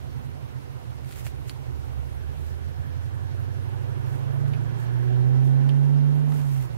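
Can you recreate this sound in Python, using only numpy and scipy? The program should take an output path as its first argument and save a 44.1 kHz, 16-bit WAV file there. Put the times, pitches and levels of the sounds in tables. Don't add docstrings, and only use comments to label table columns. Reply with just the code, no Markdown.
import sys
import numpy as np
from scipy import signal
from scipy.io import wavfile

SR = 44100
rng = np.random.default_rng(int(sys.argv[2]) if len(sys.argv) > 2 else 0)


def file_out(sig):
    cols = np.atleast_2d(sig).T
    lim = np.clip(cols, -1, 1)
    pcm = np.round(lim * 32767).astype(np.int16)
    wavfile.write(sys.argv[1], SR, pcm)


N = 298907


def from_db(db):
    return 10 ** (np.asarray(db) / 20)


def rms_one(x):
    return x / np.sqrt(np.mean(np.abs(x) ** 2) + 1e-20)


def in_time(rows):
    s, *columns = np.transpose(rows)
    return [np.interp(np.arange(N) / SR, s, c) for c in columns]


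def at_hz(points, hz):
    knots, *columns = np.transpose(points)
    return [np.interp(np.log(hz), np.log(knots), c) for c in columns]


def drift(rate_hz):
    r = np.exp(-80 * np.pi * rate_hz / SR)
    white = rng.standard_normal(N // 40 + 2002)
    slow = signal.lfilter([1], [1, -2 * r, r * r], white)[2000:]
    return np.interp(np.arange(N) / 40, np.arange(len(slow)), rms_one(slow))


def resonance(x, hz, width_hz):
    r = np.exp(-np.pi * width_hz / SR)
    zeros = np.array([1, 0, -1]) * (1 - r * r) / 2
    poles = [1, -2 * r * np.cos(2 * np.pi * hz / SR), r * r]
    return signal.lfilter(zeros, poles, x + 1e-18)


def pan(db):
    return from_db(np.array([[db], [-db]]) / 2)


def banded_noise(spectrum, ports, patchy_db):
    out, edges = 0, 24 * 2 ** np.arange(0, 9.6, .5)
    white = rng.standard_normal((2, 2, N))
    for k, (low, high) in enumerate(zip(edges, edges[1:])):
        band_pass = signal.butter(2, [low, high], "band", fs=SR, output="sos")
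        mid, side = signal.sosfilt(band_pass, white[k % 2])
        hz = np.sqrt(low * high)
        alike, balance_db = at_hz(ports, hz)
        alike = np.clip(alike, -.99, .99)
        stereo = np.sqrt(1 + alike) * mid + np.sqrt(1 - alike) * side * [[1], [-1]]
        flicker_db = patchy_db * drift(16.0)
        out = out + pan(balance_db) * stereo * from_db(at_hz(spectrum, hz)[0] + flicker_db)
    return out / np.std(out.mean(axis=0))


# time_s, firing_rate_hz (firings per second)
ENGINE_SPEED = [(0, 84), (.2, 87), (.5, 84.5), (.8, 81), (1.0, 77.5), (1.2, 77), (1.4, 73.5), (1.75, 76.5),
                (2.05, 72.3), (2.25, 79), (2.5, 79.7), (2.68, 85.2), (2.95, 87.3), (3.25, 93), (3.55, 95.2),
                (3.8, 99.7), (4.0, 102.4), (4.2, 105.9), (4.6, 114.6), (5.05, 123.9), (5.22, 126.1),
                (5.4, 131.6), (5.58, 134.4), (5.76, 139.4), (5.95, 141.7), (6.33, 147.2), (6.5, 138.6),
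                (6.62, 130), (6.7, 119), (6.78, 118)]
# time_s, throttle (0-1), burble_db (before pipe colour)
THROTTLE_AND_BURBLE = [(0, 0.1, -24.5), (.8, 0.04, -32.5), (1.35, 0.12, -26.5), (1.7, 0.26, -26),
                       (3.2, 0.13, -28), (3.8, 0.5, -30), (4.5, 0.67, -24.5), (4.87, 0.57, -25),
                       (5.08, 0.84, -25.5), (5.3, 0.96, -20), (5.6, 0.88, -36), (6.35, 0.86, -29),
                       (6.48, 0.26, -24), (6.58, 0.25, -24), (6.78, 0.5, -26.5)]
WEAK_FIRING_S = 3.748


def engine():
    cycle_hz = in_time(ENGINE_SPEED)[0] / 8
    cycle = np.cumsum(cycle_hz) / SR
    cycle = cycle - np.interp(WEAK_FIRING_S, np.arange(N) / SR, cycle)
    throttle, burble_db = in_time(THROTTLE_AND_BURBLE)
    return cycle, cycle_hz, np.clip(throttle, 0, 1), burble_db


# time_s, level_db
FIRING_NOTE = [(0, -41.5), (.2, -46), (.5, -48), (.8, -50.5), (1.0, -42.5), (1.15, -47.5), (1.38, -41),
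               (1.6, -49), (1.85, -31.5), (2.08, -44), (2.25, -39), (2.6, -37.5), (3.3, -37.5),
               (3.95, -36.5), (4.2, -39.5), (4.55, -33.5), (4.8, -34), (5.0, -29), (5.2, -25.5),
               (5.4, -24.5), (5.6, -24.5), (5.95, -24), (6.28, -28), (6.42, -30), (6.6, -29), (6.7, -43.5),
               (6.78, -33)]
# multiple, level_db
CYCLE_MULTIPLES = [(3, -22), (4, -13), (5, -13.5), (6, -14), (7, -21), (8, 0), (9, -23), (10, -6.5),
                   (11, -15), (12, -20), (13, -17), (14, -17), (15, -24), (16, -20.5), (17, -31), (18, -29),
                   (19, -40), (20, -33), (21, -32), (22, -24.5), (23, -29), (24, -22), (25, -27), (26, -32),
                   (27, -27.5), (28, -30), (29, -35), (30, -26), (32, -24), (34, -38), (36, -34), (38, -27),
                   (40, -26), (42, -36), (44, -38), (46, -27), (48, -21), (50, -33)]
# pitch_hz, gain_db
PIPE_LOW = [(25, -34), (45, -24), (52, -22), (58, -12.5), (63, -12.5), (69, -13), (77, -13), (92, -18),
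            (105, -17), (118, -6), (128, -3), (140, 0), (149, -13.5), (157, -41), (178, -33)]
# pitch_hz, gain_db
PIPE_HIGH = [(215, -25), (228, -16), (239, -1), (250, -.5), (264, 1.5), (290, -3), (320, -18), (345, -14),
             (372, 4), (400, -2), (440, -6), (470, -12), (505, -3), (570, -19), (640, -12), (700, -15),
             (765, -8), (850, -16), (1000, -17)]
RASP_DB, RASP_THROTTLE_DB = -46, 18.5
RASP_ROUGH, RASP_FADE_DB, RASP_FADE_HZ = .17, 1.6, 2.2
STUMBLE_ROUGH, STEADY_AT_S, STEADYING_S = 0.37, 3.27, 0.84


def exhaust(cycle, cycle_hz, throttle, burble_db, note_rough, burble_rough):
    rasp_db = RASP_DB + RASP_THROTTLE_DB * throttle
    stumble = STUMBLE_ROUGH * np.clip((STEADY_AT_S - np.arange(N) / SR) / STEADYING_S, 0, 1)
    multiples, strengths_db = np.transpose(CYCLE_MULTIPLES)
    boom, rest = 0, 0
    for k in range(3, 57):
        hz = k * cycle_hz
        upper = np.clip((hz - 160) / 70, 0, 1)
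        if k == 8:
            level_db, rough = in_time(FIRING_NOTE)[0], note_rough + stumble
        else:
            pipe_db = at_hz(PIPE_LOW + PIPE_HIGH, hz)[0]
            colour_db = np.interp(k, np.round(multiples), strengths_db) + pipe_db
            fading_rasp_db = rasp_db + RASP_FADE_DB * drift(RASP_FADE_HZ)
            level_db = (1 - upper) * burble_db + upper * fading_rasp_db + colour_db
            rough = (1 - upper) * burble_rough + upper * RASP_ROUGH + stumble
        wander = 1 + rough * (drift(6) + 1j * drift(6))
        wander = wander * np.sqrt(2 / (1 + 2 * rough ** 2))
        scatter = rng.random()
        turn = 0 if k == 8 else .5 if 8 < k < 15 else scatter
        line = from_db(level_db) * wander * np.exp(2j * np.pi * (k * cycle + turn))
        in_boom = np.clip((hz - 95) / 15, 0, 1) * (1 - upper)
        boom = boom + in_boom * line
        rest = rest + (1 - in_boom) * line
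    return np.real(rest + lope(boom))


# peak_s, peak_db, ring_hz
LOPING_CHUGS = [(0.178, -38, 129), (0.269, -47, 123), (0.377, -45, 128), (0.442, -38, 122),
                (.562, -32, 129), (0.698, -38.5, 125), (.758, -36, 125.4), (.889, -34, 119),
                (.956, -38.5, 119), (1.069, -34, 131), (1.265, -32, 121), (1.404, -36.5, 136),
                (1.473, -32.5, 121), (1.614, -39.5, 130), (1.685, -33, 125), (1.791, -34.5, 123),
                (1.896, -33, 122), (2.001, -40, 120), (2.115, -35, 116), (2.219, -40.5, 121)]
LOPE_END_S, LOPE_FADE_S, LOPE_SAG_DB, CHUG_WIDTH_S = 2.8, 0.24, -3, 0.027


def lope(boom):
    t = np.arange(N) / SR
    sag = from_db(LOPE_SAG_DB * np.clip((LOPE_END_S - t) / LOPE_FADE_S, 0, 1))
    chugs = 0
    for s, db, hz in LOPING_CHUGS:
        swell = np.exp(-((t - s) / CHUG_WIDTH_S) ** 2)
        chugs = chugs + from_db(db) * swell * np.cos(2 * np.pi * hz * (t - s))
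    return sag * boom + chugs


NOTE_PAN_DB = -9.6


def from_car(x):
    ports = pan(NOTE_PAN_DB) * [[-1], [1]]
    return x * ports / ports.mean()


# pitch_hz, relative density_db (per Hz)
RUSH_SPECTRUM = [(30, -7.5), (70, 7), (130, 4), (190, -1.5), (260, 2.5), (400, -5), (570, -2), (800, -7),
                 (1150, -5.5), (1650, -17), (2100, -7.5), (3000, -24), (5000, -31), (12000, -44)]
# pitch_hz, left_right_likeness (-1 to 1), left_minus_right_db
CAR_PORTS = [(60, -0.44, -8), (248, -0.56, -9), (486, -0.98, -10), (1000, -0.83, -9), (2020, -0.65, -6.5),
             (4240, -0.43, -1.5), (12000, -0.56, 0)]
# pitch_hz, width_hz, gain_db
TAILPIPE_MODES = [(378, 55, -8), (500, 40, -7), (765, 50, -5), (930, 120, -10)]
IDLE_HZ = 77
RUSH_IDLE_DB, RUSH_DB_PER_OCTAVE, RUSH_THROTTLE_DB = -52, 3, 3
CORNER_S, CORNER_WIDTH_S, CORNER_DB = 4.32, 0.64, 2


def rush(cycle, cycle_hz, throttle, throb):
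    octaves = np.log2(8 * cycle_hz / IDLE_HZ)
    corner = np.exp(-((np.arange(N) / SR - CORNER_S) / CORNER_WIDTH_S) ** 2)
    engine_db = RUSH_DB_PER_OCTAVE * octaves + RUSH_THROTTLE_DB * throttle
    level_db = RUSH_IDLE_DB + engine_db + CORNER_DB * corner
    puffs = 1 + throb * np.cos(2 * np.pi * 8 * cycle)
    gas = from_db(level_db) * puffs * banded_noise(RUSH_SPECTRUM, CAR_PORTS, patchy_db=1.5)
    return gas + sum(from_db(db) * resonance(gas, hz, width) for hz, width, db in TAILPIPE_MODES)


# time_s, level_db
HISS_LEVEL = [(0, -73), (1.95, -85), (2.22, -61), (2.4, -68), (2.8, -61.5), (3.7, -63), (4.4, -60),
              (4.95, -57.5), (5.4, -60), (6.3, -62.5), (6.78, -80)]
# pitch_hz, width_hz, relative gain_db
HISS_RESONANCES = [(1450, 350, 0), (1730, 230, 2.5), (3250, 600, -11)]


def hiss(cycle, throb, grain_db):
    firings = 8 * cycle
    strength = from_db(grain_db * rng.standard_normal(1000))[firings.astype(int)]
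    puffs = strength * (1 - throb * np.cos(2 * np.pi * firings))
    source = banded_noise([(1000, 0), (4000, 0)], CAR_PORTS, patchy_db=1.0) * puffs
    rung = 0
    for k, (hz, width, db) in enumerate(HISS_RESONANCES):
        twice = resonance(resonance(source, hz, width), hz, width)
        rung = rung + (-1) ** k * from_db(db) * twice
    return from_db(in_time(HISS_LEVEL)[0]) * rung / np.std(rung.mean(axis=0))


# time_s, pitch_hz, level_db (before its waver)
HUM_GLIDE = [(0, 233.4, -59), (.53, 242.5, -59.5), (.6, 291.4, -56), (.75, 292, -120)]


def hum(rough):
    hz, db = in_time(HUM_GLIDE)
    waver = 1 + rough * drift(4.9)
    return from_db(db) * waver * np.sqrt(2) * np.sin(2 * np.pi * np.cumsum(hz) / SR)


# start_s, crack_peak_db, crack_top_hz, knock_hz, knock_db, ring_hz, ring_db, ring_t60_s
CAMERA_TICKS = [(1.0465, -40, 15000, 1300, -50, 2200, -54, .02),
                (1.0915, -38, 11000, 1300, -48, 2700, -48, .02),
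                (1.1105, -34, 15000, 1300, -52, 2200, -49, .02),
                (1.124, -32, 15000, 1900, -36, 2200, -42, .025),
                (1.129, -39, 9000, 1900, -39, 2700, -48, .02),
                (1.1597, -39, 9000, 2000, -38, 2180, -45, .02),
                (1.2665, -27, 15500, 650, -31, 2300, -38, .035),
                (1.4957, -25.5, 11400, 1350, -42, 4200, -41, .025),
                (4.481, -40, 15000, 1200, -46, 1200, -50, .02),
                (4.535, -43, 11000, 2500, -41, 2400, -41.5, .09),
                (5.691, -35, 13000, 1000, -38, 2950, -37.5, .05),
                (6.322, -44, 6000, 800, -32, 1200, -42, .04)]
# pitch_hz, width_hz, relative gain_db
SHELL_MODES = [(1400, 400, 1), (2900, 650, 4), (4600, 650, 0), (6800, 1800, -7), (10600, 2200, -2),
               (13500, 2500, -9)]
TICK_PAN_DB = -4.0
KNOCK_CYCLES = 5


def ticks(crack_lag_s, tail_db, tail_s, ring_width_hz):
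    out, t = np.zeros((2, N)), np.arange(SR // 8) / SR
    snap = np.zeros((2, len(t)))
    snap[0, 0] = snap[1, round(crack_lag_s * SR)] = 1
    for s, crack_db, top_hz, knock_hz, knock_db, ring_hz, ring_db, t60 in CAMERA_TICKS:
        grit = rng.standard_normal((2, len(t)))
        contact = snap + grit * from_db(tail_db) * np.exp(-t / tail_s)
        crack = 0
        for k, (hz, width, db) in enumerate(SHELL_MODES):
            crack = crack + (-1) ** k * from_db(db) * resonance(contact, hz, width)
        low_pass = signal.butter(8, min(top_hz, CUTOFF_HZ), fs=SR, output="sos")
        crack = signal.sosfilt(low_pass, crack)
        crack = from_db(crack_db) * crack / np.abs(crack).max()
        knock = from_db(-60 * t * knock_hz / KNOCK_CYCLES) * np.cos(2 * np.pi * knock_hz * t)
        ring = resonance(resonance(grit, ring_hz, ring_width_hz), ring_hz, ring_width_hz)
        ring = rms_one(ring) * from_db(-60 * t / t60)
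        at = round(s * SR)
        out[:, at:at + len(t)] += crack + from_db(knock_db) * knock + from_db(ring_db) * ring
    return out * pan(TICK_PAN_DB)


# start_s, length_s, level_db (before grain and snags)
RUB_STROKES = [(1.062, 0.13, -63), (1.1, 0.018, -65), (1.174, 0.024, -57), (1.264, 0.0092, -50),
               (1.486, .014, -54.5), (1.854, 0.033, -66), (2.385, 0.14, -65.5), (4.067, 0.12, -65),
               (4.79, 0.052, -62.5), (5.453, 0.028, -63), (6.29, 0.026, -64), (6.34, 0.13, -57.5),
               (6.506, 0.14, -57.5)]
# pitch_hz, relative density_db (per Hz)
RUB_SPECTRUM = [(800, -2.5), (2200, 4.5), (4500, -2.5), (8000, 0.5), (11500, -3), (15500, -1)]
# pitch_hz, left_right_likeness (-1 to 1), left_minus_right_db
RUB_IMAGE = [(1000, -0.28, -12.5), (4000, -0.45, -1.5), (12200, -0.17, 3.5)]
RUB_ATTACK_DB_PER_S, RUB_RELEASE_DB_PER_S = 380, 402
SNAGS_PER_S, SNAG_S, SNAG_DB = 60, .001, 6


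def rubbing(grain_db, grain_hz, stutter_db, stutter_hz):
    slide, t = banded_noise(RUB_SPECTRUM, RUB_IMAGE, patchy_db=.5), np.arange(N) / SR
    strokes = 0
    for s, length, db in RUB_STROKES:
        rise_db = RUB_ATTACK_DB_PER_S * np.maximum(s - t, 0)
        fall_db = RUB_RELEASE_DB_PER_S * np.maximum(t - s - length, 0)
        strokes = strokes + from_db(db - rise_db - fall_db)
    catches = (rng.random(N) < SNAGS_PER_S / SR) * rng.random(N)
    snags = signal.lfilter([1], [1, -np.exp(-1 / (SNAG_S * SR))], catches + 1e-18)
    slips = from_db(grain_db * drift(grain_hz) + stutter_db * drift(stutter_hz))
    return strokes * slips * (1 + from_db(SNAG_DB) * snags) * slide


# pitch_hz, relative density_db (per Hz)
STREET_SPECTRUM = [(30, 13), (100, 10), (190, 23.5), (270, 18.5), (400, 19.5), (1000, 2.5), (2500, 6),
                   (4500, 2.5), (8000, -4.5), (11000, -3.5), (15500, -5.5)]
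# pitch_hz, left_right_likeness (-1 to 1), left_minus_right_db
STREET_IMAGE = [(100, -0.67, -10), (1000, -0.42, 8), (3960, -0.36, -1), (12000, -0.15, 1.5)]


def street(level_db):
    return from_db(level_db) * banded_noise(STREET_SPECTRUM, STREET_IMAGE, patchy_db=1.5)


def scene():
    cycle, cycle_hz, throttle, burble_db = engine()
    tones = exhaust(cycle, cycle_hz, throttle, burble_db, note_rough=.06, burble_rough=.14)
    car = from_car(tones + hum(rough=0.79))
    car = car + rush(cycle, cycle_hz, throttle, throb=0.089)
    car = car + hiss(cycle, throb=.4, grain_db=1.5)
    taps = ticks(crack_lag_s=.00002, tail_db=-25, tail_s=.011, ring_width_hz=1000)
    hand = taps + rubbing(grain_db=1.5, grain_hz=120, stutter_db=1.2, stutter_hz=12)
    return car + hand + street(level_db=-57.5)


CUTOFF_HZ = 15600


def record(dry):
    low_pass = signal.ellip(12, .1, 90, CUTOFF_HZ, fs=SR, output="sos")
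    return signal.sosfilt(low_pass, dry)


dry = scene()
out = record(dry)
file_out(out)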